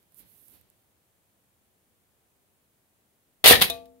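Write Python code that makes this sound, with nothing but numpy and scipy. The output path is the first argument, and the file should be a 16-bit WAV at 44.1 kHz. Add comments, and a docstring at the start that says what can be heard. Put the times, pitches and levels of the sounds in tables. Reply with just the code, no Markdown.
"""A small quiet room. A hand slides softly along a sword: skin hisses, a sleeve rustles, the grip ticks.
Then the blade is thrust through a drink can right beside the microphones. The thin shell cracks, tears
and crumples in dense snaps, its modes ring and the table rumbles. More knocks follow; the steel rings on.
The left microphone favours the clank, the right one the bright tearing; both overload."""
import sys
import numpy as np
from scipy import signal
from scipy.fft import rfft, irfft, next_fast_len
from scipy.io import wavfile

SR = 44100
rng = np.random.default_rng(int(sys.argv[2]) if len(sys.argv) > 2 else 0)


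def bounce(signal):
    """Save signal as a 16-bit WAV file at the path given by the first command-line argument."""
    frames = np.transpose(np.atleast_2d(signal))
    limited = np.clip(frames, -1, 1)
    pcm = np.round(limited * 32767).astype(np.int16)
    wavfile.write(sys.argv[1], SR, pcm)


N = 176400

# Likeness of the two microphones. Each row: frequency in Hz, left-right coherence.
COHERENCE = [(60, 0.66), (150, 0.59), (400, 0.82), (900, 0.19), (2000, 0.0088), (5000, .1), (15000, 0)]


def amp(db):
    """Decibels to gain."""
    return 10 ** (np.asarray(db) / 20)


def unit_rms(x):
    """x scaled to rms 1."""
    return x / np.sqrt(np.mean(x ** 2) + 1e-20)


def curve_at(points, hz):
    """(Hz, value) points interpolated on a log frequency axis."""
    point_hz, values = np.transpose(points)
    return np.interp(np.log(hz + 1), np.log(point_hz + 1), values)


def since(start_s):
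    """Seconds since start_s, zero before it."""
    return np.maximum(np.arange(N) / SR - start_s, 0)


def decay(start_s, t60_s, attack_s=0.00022):
    """Envelope of a blow: fast rise, exponential fall."""
    t = since(start_s)
    return (1 - np.exp(-t / attack_s)) * np.exp(-np.log(1000) * t / t60_s)


def filtered(x, response):
    """x through a complex response, a function of Hz."""
    size = next_fast_len(N + SR // 2)
    return irfft(rfft(x, size) * response(np.fft.rfftfreq(size, 1 / SR)), size)[..., :N]


def coloured(x, spectrum, size=4096):
    """x through a minimum-phase filter of energy 1, shaped by (Hz, dB) points."""
    gain = amp(curve_at(spectrum, np.fft.rfftfreq(size, 1 / SR)))
    cepstrum = irfft(np.log(gain))
    cepstrum[1:size // 2] *= 2
    cepstrum[size // 2 + 1:] = 0
    impulse = irfft(np.exp(rfft(cepstrum)))
    return signal.fftconvolve(x, impulse[None] / np.linalg.norm(impulse), axes=1)[:, :N]


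def pan(db):
    """Constant-power stereo gains for a left-minus-right level."""
    gains = amp(np.outer([1, -1], db) / 2)
    return gains / np.sqrt(np.mean(gains ** 2, axis=0))


def noise():
    """White stereo noise, alike in the bass."""
    angle = lambda hz: np.arccos(np.clip(curve_at(COHERENCE, hz), -1, 1)) / 2
    white = rng.standard_normal((2, N))
    mid, side = filtered(white, lambda hz: np.array([np.cos(angle(hz)), np.sin(angle(hz))]))
    return np.array([mid + side, mid - side])


def crumple(snaps_per_s=2500, spread_db=2):
    """Dense snaps of buckling metal: noise in short steps of uneven level."""
    sizes = amp(spread_db * rng.standard_normal(N))
    snap_index = (np.arange(N) * snaps_per_s / SR).astype(int)
    return unit_rms(noise() * sizes[snap_index])


def ring(modes, blows, scatter_db, detune):
    """Each blow (s, dB) rings the modes (Hz, dB, t60 s), scattered in level and by a fraction in pitch."""
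    out = np.zeros((2, N + SR))
    t = np.arange(SR // 2) / SR
    hz, mode_db, t60_s = np.transpose(modes)[:, :, None]
    envelope = amp(mode_db) * np.exp(-np.log(1000) * t / t60_s) * (1 - np.exp(-t / 0.0006))
    spread_rad = 1 - np.clip(curve_at(COHERENCE, hz.T), 0, 1)
    at_mic = np.exp(1j * spread_rad * rng.standard_normal((2, len(modes))))
    for start_s, db in blows:
        size, shift, phase = rng.standard_normal((3, len(modes)))
        swing = envelope * np.exp(2j * np.pi * hz * (1 + detune * shift[:, None]) * t)
        strength = amp(db + scatter_db * size) * np.exp(2j * np.pi * phase)
        out[:, round(start_s * SR):][:, :len(t)] += ((strength * at_mic) @ swing).imag
    return out[:, :N]


def room_tone(level_db=-69):
    """Steady room tone and microphone hiss."""
    # Each row: frequency in Hz, relative density in dB.
    spectrum = [(15, -20.5), (40, -12), (62, -1), (100, 0.5), (170, -4), (195, 0), (225, -3), (300, -5),
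                (700, -8), (1200, -13), (3300, -16.5), (5200, -20.5), (9000, -15), (13000, -15),
                (15500, -15)]
    # Each row: frequency in Hz, left minus right in dB.
    balance = [(60, -9), (200, 3), (600, 4.5), (2400, -0.5), (15000, 0)]
    return amp(level_db) * filtered(coloured(noise(), spectrum), lambda hz: pan(curve_at(balance, hz)))


def reverb(x, gain_db=-11.5, build_s=0.0055):
    """Wall reflections; each frequency dies at its own rate."""
    # Each row: frequency in Hz, t60 in seconds.
    decay_times = [(80, .45), (300, 0.51), (1200, 0.26), (4000, .27), (12000, 0.22)]
    hz, frame_s, bins = signal.stft(noise()[:, :SR], SR, nperseg=256)
    fade = np.exp(-np.log(1000) * frame_s / curve_at(decay_times, hz)[:, None])
    tail = signal.istft(bins * fade, SR, nperseg=256)[1]
    t = np.arange(tail.shape[1]) / SR
    tail *= 1 - np.exp(-(t / build_s) ** 2)
    return amp(gain_db) * signal.fftconvolve(x, tail / np.linalg.norm(tail[0]), axes=1)[:, :N]


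def hand(hiss_gain_db=3.5, sleeve_gain_db=1.5, release_s=0.16):
    """Skin hisses along the blade, a sleeve rustles and the grip ticks."""
    # Each row: time in seconds, hiss and sleeve levels in relative dB.
    slide = [(0, -78, -74), (.09, -84, -82), (.145, -70, -75), (.172, -57, -75), (0.195, -52, -62),
             (.245, -70.5, -65.5), (.3, -62.5, -70.5), (.47, -61, -72.5), (.548, -59.5, -63),
             (.6, -70, -69), (.65, -87, -74), (.8, -80, -80)]
    # Each row: start in seconds, level in dB.
    grip_ticks = [(.029, -45), (.122, -44), (.145, -37), (.194, -42), (.483, -30), (.613, -45), (.701, -38)]
    # Each row: frequency in Hz, relative density in dB.
    hiss_spectrum = [(2000, -37), (6500, -20.5), (8000, -17), (9500, -9), (12300, -4), (14000, -3.5),
                     (15600, -12)]
    sleeve_spectrum = [(30, -23), (70, 4), (200, -1), (450, -8), (1200, -17.5), (4000, -14), (8000, -29)]
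    times_s, hiss_db, sleeve_db = np.transpose(slide)
    release = np.exp(-since(times_s[-1]) / release_s)
    envelope = lambda db: amp(np.interp(since(0), times_s, db)) * release
    ticks = sum(amp(db) * decay(start_s, t60_s=0.002, attack_s=0.0001) for start_s, db in grip_ticks)
    hiss = coloured((envelope(hiss_db + hiss_gain_db) + ticks) * noise(), hiss_spectrum)
    sleeve = coloured(envelope(sleeve_db + sleeve_gain_db) * noise(), sleeve_spectrum)
    return hiss + sleeve


def table_rumble(start_s=3.49, gain_db=-29, t60_s=0.58):
    """The table top rumbles briefly under the can."""
    # Each row: frequency in Hz, relative density in dB.
    spectrum = [(25, -19.5), (48, -5.5), (82, 1.5), (120, -9), (175, -5.5), (260, -9.5), (500, -40.5),
                (1500, -70.5)]
    return coloured(amp(gain_db) * decay(start_s, t60_s, attack_s=0.011) * noise(), spectrum)


def blade(pan_db=2.5):
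    """A late knock rings the steel, which outlasts the can."""
    # Each row: frequency in Hz, relative level in dB, t60 in seconds.
    modes = [(258, -16.5, 1.7), (475, -5.5, 0.87), (678.3, 2.5, 0.51), (880, -15.5, 0.57),
             (1162, -11, 0.37), (1346, -23, .36), (1610, -22, 0.26), (2507, -5, .22), (3600, 14, 0.064),
             (3720, 9, 0.11), (3870, 5.5, 0.16), (4054, 0, .16), (4420, -10, 0.18), (8700, -18, .11)]
    # Each row: start in seconds, level in dB.
    knocks = [(3.699, -35.5)]
    return pan(pan_db) * ring(modes, knocks, scatter_db=0.5, detune=0)


def dents():
    """The wall of the can caves in with short hollow pops."""
    # Each row: start in seconds, level in dB, t60 in seconds.
    pops = [(3.469, -14, .06), (3.514, -13.5, .07), (3.526, -9.5, .06)]
    # Each row: frequency in Hz, relative density in dB.
    spectrum = [(900, -35.5), (1300, -10.5), (1550, -23), (1800, -0.5), (1970, -2.5), (2120, -11.5),
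                (2500, -13), (3200, -35), (6000, -60.5)]
    envelope = sum(amp(db) * decay(start_s, t60_s, attack_s=0.002) for start_s, db, t60_s in pops)
    return coloured(envelope * crumple(), spectrum)


def can():
    """Knocks push and ring the buckling shell; they and one tear drive its thud, clank and crackle."""
    # Each row: start in seconds, thud, clank, crackle and ring levels in relative dB, t60 in seconds.
    knocks = [(3.441, -22.5, -12.5, -13.5, -30, 0.062), (3.444, -24.5, -12.5, -26, -30.5, .06),
              (3.452, -38, -13, -33.5, -35.5, .05), (3.458, -13.5, -7.5, -10.5, -26, 0.15),
              (3.475, -25.5, -13, -4.5, -24.5, 0.14), (3.495, -36, -17, -18, -23.5, .06),
              (3.510, -9, -20, -20.5, -25.5, 0.063), (3.535, -27.5, -16, -18, -28.5, 0.1),
              (3.553, -30.5, -18.5, -23, -42.5, 0.069), (3.599, -36.5, -27.5, -31, -46, .03),
              (3.61, -46.5, -21.5, -23, -42, .05), (3.615, -23, -13.5, -16.5, -33.5, 0.08),
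              (3.620, -24, -11.5, -12, -33, 0.066), (3.640, -40.5, -25, -23, -49, 0.089),
              (3.7, -37.5, -31, -19.5, -54, .03), (3.856, -76, -59, -55, -81, 0.031)]
    # Each row: frequency in Hz, relative level in dB, t60 in seconds.
    modes = [(474.2, 2.5, 0.23), (763, 0, 0.087), (1212, -6.5, 0.077), (1800, -4, .13), (1932, -2.5, 0.085),
             (1986, -3.5, 0.079), (2194, -4, .15), (2540, -1.5, 0.24), (2900, -7, .14), (3230, -9, 0.047),
             (3447, 4.5, .14), (3730, 0.5, 0.12), (3913, 2.5, 0.19), (4320, -5.5, 0.09), (12500, -6, .14)]
    # Each row: frequency in Hz, relative density in dB.
    thud_spectrum = [(30, -25), (80, -14.5), (175, -5), (290, -10), (470, 0.5), (590, -3.5), (730, -2.5),
                     (1000, -9), (1600, -30.5), (5000, -59.5)]
    clank_spectrum = [(200, -34.5), (700, -12.5), (1200, -7), (1520, -7), (1900, -4.5), (2600, -2.5),
                      (3500, 0), (4400, -3), (5800, -16), (7500, -19.5), (15000, -40.5)]
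    crackle_spectrum = [(1000, -35), (4500, -11), (6600, -11), (7700, -15.5), (8600, -6.5), (10500, -4),
                        (12300, -0.5), (14100, -9.5), (15600, -8)]
    tear_start_s, tear_end_s, rise_s, fall_s = 3.458, 3.528, 0.013, 0.0055
    tear_thud_db, tear_clank_db, tear_crackle_db = -34.5, -13, -14
    push_db, buckling_db = 21.5, -3.5  # relative to each knock's thud

    starts_s, thud_db, clank_db, crackle_db, ring_db, t60s_s = np.transpose(knocks)
    tear = (1 - np.exp(-since(tear_start_s) / rise_s)) * np.exp(-since(tear_end_s) / fall_s)
    envelopes = np.array([decay(start_s, t60_s) for start_s, t60_s in zip(starts_s, t60s_s)])
    pushes = np.bincount(np.round(starts_s * SR).astype(int), amp(thud_db + push_db), N)
    out = ring(modes, zip(starts_s, ring_db), scatter_db=1.0, detune=0.006)  # buckling retunes the shell
    out += coloured(pushes[None], thud_spectrum)
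    layers = [(thud_spectrum, thud_db + buckling_db, tear_thud_db),
              (clank_spectrum, clank_db, tear_clank_db),
              (crackle_spectrum, crackle_db, tear_crackle_db)]
    for spectrum, knock_db, tear_db in layers:
        power = amp(knock_db) ** 2 @ envelopes ** 2 + (amp(tear_db) * tear) ** 2
        out += coloured(np.sqrt(power) * crumple(), spectrum)
    return out


def scene():
    """All sources as the two microphones hear them, over the room tone."""
    # Each row: frequency in Hz, left minus right in dB.
    mic_balance = [(60, -8), (100, -11.5), (170, -3), (450, 3), (1200, 5), (2100, 1.5), (3400, 9.5),
                   (5300, -2), (8500, -14), (12000, -18.5), (15000, -12.5)]
    # Each row: frequency in Hz, phase lead of the left side in radians.
    mic_lead = [(40, 0.33), (120, .7), (450, 1.4), (1600, 0.25), (3400, 1.85)]
    stab = can() + dents()
    sources = stab + reverb(stab) + blade() + table_rumble() + hand()
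    phase_rad = lambda hz: np.outer([0.5, -0.5], curve_at(mic_lead, hz))
    mics = lambda hz: pan(curve_at(mic_balance, hz)) * np.exp(1j * phase_rad(hz))
    return filtered(sources, mics) + room_tone()


def record(dry):
    """Overload rounds off the highest peaks; a steep low-pass follows."""
    ceiling, hardness = 0.89, 9.1
    cutoff_hz, edge_hz = 15800, 200
    clipped = dry / (1 + np.abs(dry / ceiling) ** hardness) ** (1 / hardness)
    return filtered(clipped, lambda hz: np.clip((cutoff_hz - hz) / edge_hz + 0.5, 0, 1))


dry = scene()
out = record(dry)
bounce(out)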